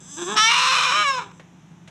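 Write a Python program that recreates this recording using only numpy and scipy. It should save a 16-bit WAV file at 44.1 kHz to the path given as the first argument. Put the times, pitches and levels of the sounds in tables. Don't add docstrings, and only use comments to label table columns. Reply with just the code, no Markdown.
import sys
import numpy as np
from scipy import signal
from scipy.fft import rfft, irfft
from scipy.io import wavfile
from scipy.ndimage import uniform_filter1d

SR = 44100
rng = np.random.default_rng(int(sys.argv[2]) if len(sys.argv) > 2 else 0)


def inscribe(sig):
    pcm = np.round(np.clip(np.atleast_2d(sig).T, -1, 1) * 32767)
    wavfile.write(sys.argv[1], SR, pcm.astype(np.int16))


N = 83790
T = np.arange(N) / SR

# t/s, roughness (0 clean, about 1 full rasp)
ROUGHNESS = [(.16, 0.08), (.185, .9), (.225, 1.16), (.242, 0.25), (.32, 0.41), (.364, 0.91), (.388, 0.06),
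             (.458, .02), (.468, 0.14), (.488, 0.04), (.512, .85), (.67, 0.68), (.705, 0.17), (.745, 0.9),
             (.85, .95), (.89, 0.18), (.925, 0.94), (.955, 0.26), (1.025, 0), (1.06, 0.04), (1.17, 0.04),
             (1.235, .8)]


def amp(db):
    return 10 ** (np.asarray(db) / 20)


def unit_rms(x):
    return x / np.sqrt(np.mean(x ** 2) + 1e-20)


def curve(points, t=T):
    return np.interp(t, *np.transpose(points))


def at_frequency(points, hz):
    f, value = np.transpose(points)
    return np.interp(np.log(hz + 1), np.log(f + 1), value)


def drift(seconds):
    hz = np.fft.rfftfreq(N, 1 / SR)
    return unit_rms(irfft(rfft(rng.standard_normal(N)) * np.exp(-(2 * hz * seconds) ** 2), N))


def colour(x, eq, tilt_db=0):
    hz = abs(np.fft.fftfreq(4096, 1 / SR))
    log_gain = np.log(amp(at_frequency(eq, hz) + tilt_db * np.log2(hz + 1)))
    response = np.exp(np.conj(signal.hilbert(log_gain)))
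    taps = np.fft.ifft(response).real[:len(hz) // 2]
    return signal.fftconvolve(x, taps)[:N]


def ride_level(x, levels):
    power = abs(uniform_filter1d(uniform_filter1d(x ** 2, size=1100), size=1100))
    return x / np.sqrt(power + 1e-12) * amp(curve(levels)) * (T < levels[-1][0])


def noise_swell(eq, start, db, rise, decay, tilt_db):
    envelope = np.clip((T - start) / rise, 0, 1) ** 2 * np.exp(-np.maximum(T - start - rise, 0) / decay)
    return amp(db) * envelope * unit_rms(colour(rng.standard_normal(N), eq, tilt_db))


def outdoor_air():
    # f/Hz, gain/dB
    air_eq = [(50, -28.5), (110, 5), (200, 1), (330, -2), (480, -16), (900, -10), (1500, -15.5),
              (2300, -18.5), (3600, -21), (4600, -33.5), (6000, -20.5), (7300, -25.5), (9000, -37.5),
              (12000, -42), (16000, -61)]
    return amp(-52.5) * unit_rms(colour(rng.standard_normal(N), air_eq))


def distant_motor():
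    # f/Hz, level/dB
    partials = [(66, -69.5), (155, -52.5), (177, -52.5), (204, -63.5), (341, -66.5)]
    wander_hz, flutter_depth, drift_s = 3.55, 0.29, 0.051
    hum = np.zeros(N)
    for hz, db in partials:
        turns = np.cumsum(hz + wander_hz * drift(drift_s)) / SR + rng.random()
        flutter = 1 + flutter_depth * drift(drift_s)
        hum += amp(db) * unit_rms(flutter * np.sin(2 * np.pi * turns))
    return hum


def yard_reverb(x):
    # f/Hz, t60/s
    ring_times = [(200, 0.64), (1100, 0.3), (3000, 0.37), (7000, 0.18), (14000, 0.076)]
    wet_db, build_up_s = -13, 0.0037
    hz, t, spectrum = signal.stft(rng.standard_normal(SR), SR, nperseg=256)
    decay = amp(-60 * t / at_frequency(ring_times, hz)[:, None])
    tail = signal.istft(spectrum * decay, SR)[1]
    tail *= np.clip(np.arange(len(tail)) / SR / build_up_s, 0, 1)
    return x + amp(wet_db) * signal.fftconvolve(x, tail / np.linalg.norm(tail))[:N]


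def dirt_scuffs():
    # t/s, level/dB, rise/s, decay/s, tilt/(dB per octave)
    scuffs = [(1.393, -42, 0.0047, 0.014, -0.5), (1.715, -49, 0.0011, .003, -2),
              (1.874, -43.5, 0.003, 0.014, 2.5)]
    # f/Hz, gain/dB
    dirt_eq = [(60, -14), (200, -4), (550, 6), (1000, -1), (1500, 1.5), (2200, 1), (3700, -6),
               (4700, -16.5), (6400, -12), (9000, -22.5), (15000, -51)]
    return sum(noise_swell(dirt_eq, *scuff) for scuff in scuffs)


def soft_bumps():
    # t/s, level/dB, rise/s, decay/s, tilt/(dB per octave)
    bumps = [(0, -45, 0.018, 0.0065, -2.5), (0.864, -40.5, 0.13, 0.018, -5.5),
             (.928, -47, 0.014, 0.017, -9)]
    # f/Hz, gain/dB
    bump_eq = [(25, -69), (70, -17), (200, -12), (310, 13.5), (450, 2.5), (1500, -56), (8000, -105)]
    return sum(noise_swell(bump_eq, *bump) for bump in bumps)


def pulse_train(times, strengths):
    centre = times[:, None] * SR
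    index = np.round(centre).astype(int) + np.arange(-8, 9)
    click = np.sinc(index - centre) * np.cos(np.pi * (index - centre) / 18) ** 2
    return np.bincount(np.clip(index, 0, N - 1).ravel(), (strengths[:, None] * click).ravel(), N)


def vocal_folds():
    # t/s, f/Hz
    pitch = [(0, 199.7), (.11, 285.1), (.16, 291), (.19, 351.4), (.255, 345.1), (.295, 402.2),
             (.335, 428.4), (.375, 425.7), (.41, 429.9), (.435, 444.9), (.467, 448.9), (.52, 480.4),
             (.62, 505.3), (.71, 521.4), (.78, 505.7), (.84, 523.1), (.905, 491.3), (.925, 581.7),
             (.955, 614.2), (1.025, 623.9), (1.05, 572), (1.18, 500.1), (1.215, 418.2), (1.3, 380)]
    # start/s, end/s, period/cycles, strength depth, shift/cycles
    locks = [(0.181, 0.243, 2, 0.18, 0.063), (0.278, 0.343, 2, 0.32, .035), (0.367, 0.395, 2, 0.08, 0.02),
             (0.954, 1.033, 3, 0.71, 0.058)]
    wander_depth, lock_fade_s, puff_cycles = 0.0035, 0.0062, .45
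    wobble_depth, jitter_s, shimmer_db, surge_db = .026, .00009, 1.5, 2.5
    flap_shift_s, slap_chance, slap_strength = 0.00016, .12, 1.9

    wander = wander_depth * drift(seconds=0.0068)
    wobble = wobble_depth * curve(ROUGHNESS) * drift(seconds=.004)
    hz = curve(pitch) * (1 + wander + wobble)
    turns = np.cumsum(hz) / SR
    cycle = np.arange(1, int(turns[-1]))
    onsets = np.interp(cycle, turns, T)

    rough = curve(ROUGHNESS, onsets)
    surge = np.interp(onsets, T, drift(seconds=0.0012))
    shimmer, jitter = rng.standard_normal((N, 2))[:len(onsets)].T
    strength = amp(rough * (shimmer_db * shimmer + surge_db * surge))
    flap_hz = 190.07 + 36 * drift(seconds=0.00773)
    flap_phase = 2 * np.pi * np.interp(onsets, T, np.cumsum(flap_hz) / SR)
    shift_s = rough * (jitter_s * jitter - flap_shift_s * np.sin(flap_phase))
    for start, end, period, depth, shift_cycles in locks:
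        gate = np.clip(np.minimum(onsets - start, end - onsets) / lock_fade_s + .5, 0, 1)
        pattern = gate * np.cos(2 * np.pi * cycle / round(period))
        strength *= 1 + depth * pattern
        shift_s += shift_cycles * pattern / curve(pitch, onsets)
    onsets += shift_s

    makeup_gain = np.sqrt(SR / hz)
    pulses = makeup_gain * pulse_train(onsets, strength)
    slapped = rng.random(N)[:len(onsets)] < slap_chance * rough * np.sqrt(strength)
    slaps = makeup_gain * pulse_train(onsets, slap_strength * rough * slapped)

    last_pulse = np.maximum(np.searchsorted(np.sort(onsets), T) - 1, 0)
    age_cycles = abs(T - onsets[last_pulse]) * hz
    puffs = strength[last_pulse] * unit_rms(np.exp(-age_cycles / puff_cycles) * rng.standard_normal(N))
    return pulses, slaps, puffs


def throat_echo(x):
    round_trip_s, reflection = 0.00082, 0.73
    gap = np.zeros(round(round_trip_s * SR))
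    return signal.lfilter(np.r_[-reflection, gap, 1], np.r_[1, gap, -reflection], x)


def moving_formants(x, formants, width_hz=116):
    pole = np.exp(-np.pi * width_hz / SR)
    for formant in formants:
        times, hz, boost_db = np.transpose(formant)
        carrier = np.exp(2j * np.pi * np.cumsum(np.interp(T, times, hz)) / SR)
        band = 2 * (carrier * signal.lfilter([1 - pole], [1, -pole], x / carrier)).real
        x = x + (amp(np.interp(T, times, boost_db)) - 1) * band
    return x


def lip_buzz(pulses, puffs, breath_gain=.4):
    # f/Hz, gain/dB
    lip_eq = [(300, -74), (2900, -21), (3500, -7), (4000, -28), (4500, -29), (5150, -10), (5600, -21.5),
              (6100, 0.5), (6900, -14.5), (7700, 3), (8200, -25), (8700, -10), (9400, -30.5), (11500, -30),
              (12500, -56), (16000, -63)]
    # t/s, level/dB
    buzz_levels = [(0, -48), (0.013, -50.5), (.09, -44.5), (0.124, -39), (.19, -37), (.25, -35.5),
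                   (.32, -36), (.35, -35), (.39, -97), (1.1, -70.5), (1.17, -43.5), (1.24, -55.5),
                   (1.3, -64.5), (1.39, -62)]
    return ride_level(colour(pulses + breath_gain * puffs, lip_eq), buzz_levels)


def shut_groan(voice):
    # f/Hz, gain/dB
    shut_eq = [(80, -91), (190, 4.5), (370, 5.5), (520, -10), (700, -9), (1150, -0.5), (1430, -9.5),
               (1630, 2.5), (2000, -26), (2300, -12), (2800, -11), (3050, -17), (3350, -1.5), (3850, -9),
               (4400, -39), (6200, -33), (9000, -59), (16000, -110)]
    # t/s, f/Hz, boost/dB
    jaw_formants = [
        [(.25, 940, 4), (.28, 1120, 5), (.338, 1094, 12.5), (.355, 740, 11)],
    ]
    # t/s, level/dB
    groan_levels = [(0, -59), (0.164, -49), (0.181, -34), (.2, -32.5), (0.237, -29.5), (0.251, -40),
                    (0.284, -27.5), (.335, -26), (0.348, -29), (0.372, -30.5), (.41, -106), (1.08, -71),
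                    (1.138, -29.5), (1.22, -46.5), (1.28, -50), (1.329, -67)]
    return ride_level(moving_formants(colour(voice, shut_eq), jaw_formants), groan_levels)


def open_cry(voice, slaps):
    # f/Hz, gain/dB
    stretched_eq = [(100, -39), (300, -43), (450, -32.5), (680, -27), (900, -1.5), (1300, -1), (1720, 4.5),
                    (2050, -2), (2300, -1), (2650, -5.5), (3050, -4), (3550, 2), (3950, -0.5),
                    (4600, -11.5), (5250, -1), (5850, -4), (6300, -8), (6900, -17.5), (8200, -11),
                    (9100, -25.5), (10700, -25), (12200, -38), (15500, -50.5)]
    # f/Hz, gain/dB
    slack_eq = [(100, -55), (350, -24), (560, -11.5), (680, -12.5), (830, -11), (1020, 4), (1220, 7),
                (1650, 1), (1950, -12.5), (2400, -13), (3100, -6.5), (3400, -17), (3800, -11.5),
                (4200, -17), (4750, -39.5), (5400, -13), (5950, -32.5), (6500, -12), (7200, -29),
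                (7750, -11), (8300, -47.5), (9700, -27.5), (10500, -49), (11100, -47), (12300, -60),
                (15500, -61)]
    # t/s, slack share
    slackening = [(.4, 0.41), (.47, 0.4), (.53, 0.5), (.7, 0.6), (.85, 0.69), (.97, 0.81), (1.1, 0.87)]
    # t/s, f/Hz, boost/dB
    formants = [
        [(.42, 700, 2), (.6, 696, -26), (.78, 710, 2)],
        [(.4, 1280, 8), (.45, 1370, 5), (.48, 1010, 6.5), (.7, 1043, 2), (.89, 1386, -4.5), (1.02, 1309, 3.5),
         (1.06, 1100, -3.5), (1.19, 966, 8)],
        [(.44, 2210, -1.5), (.48, 2285, 13.5), (.55, 2290, 12.5), (.6, 2695, 8), (.71, 2540, 11.5),
         (.89, 2424, 11), (1, 2320, 13.5), (1.08, 2307, 11.5), (1.17, 1955, -10)],
        [(.39, 3020, 11), (.45, 3160, 9), (.49, 2840, 16), (.57, 2830, 15.5), (.67, 2780, 4.5), (.84, 3150, 12),
         (.89, 2950, 7.5), (1, 3100, 12), (1.08, 2730, 3), (1.19, 2300, 14)],
        [(.39, 3440, 0.5), (.45, 3600, 6.5), (.5, 4150, 9.5), (.74, 4170, 10), (.89, 3950, 8.5),
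         (1.08, 3883, 3.5)],
        [(.38, 5580, 11), (.44, 5740, 9), (.48, 5850, 9), (.55, 5410, -7), (1, 5450, 7), (1.08, 5580, 2),
         (1.15, 5090, 15.5), (1.2, 4930, -5)],
    ]
    # t/s, level/dB
    cry_levels = [(.33, -100), (0.357, -46), (0.367, -18), (0.384, -14), (.42, -15.5), (.5, -16), (.6, -18),
                  (.72, -17), (.78, -19), (.92, -20), (.99, -17.5), (1.03, -18.5), (1.047, -21.5),
                  (1.084, -18), (1.113, -23), (1.192, -25.5), (1.204, -34.5), (1.23, -35.5), (1.262, -57),
                  (1.319, -50)]
    slack = curve(slackening)
    throat = throat_echo(voice) + slaps
    mouth = (1 - slack) * colour(throat, stretched_eq) + slack * colour(throat, slack_eq)
    return ride_level(moving_formants(mouth, formants), cry_levels)


def goat_bleat():
    # f/Hz, gain/dB
    breath_eq = [(100, -18), (700, 2), (1800, -7.5), (4000, 4.5), (12000, 6.5)]
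    pulses, slaps, puffs = vocal_folds()
    breath_gain = .035 + .4 * curve(ROUGHNESS)
    voice = pulses + breath_gain * colour(puffs, breath_eq)
    return open_cry(voice, slaps) + shut_groan(voice) + lip_buzz(pulses, puffs)


def scene():
    foreground = goat_bleat() + soft_bumps() + dirt_scuffs()
    return (yard_reverb(foreground) + outdoor_air() + distant_motor())[None]


def record(dry):
    cutoff_hz = 15800
    lowpass = signal.firwin(511, cutoff_hz, window=("kaiser", 9), fs=SR)
    return signal.oaconvolve(dry, lowpass[None], "same")


dry = scene()
out = record(dry)
inscribe(out)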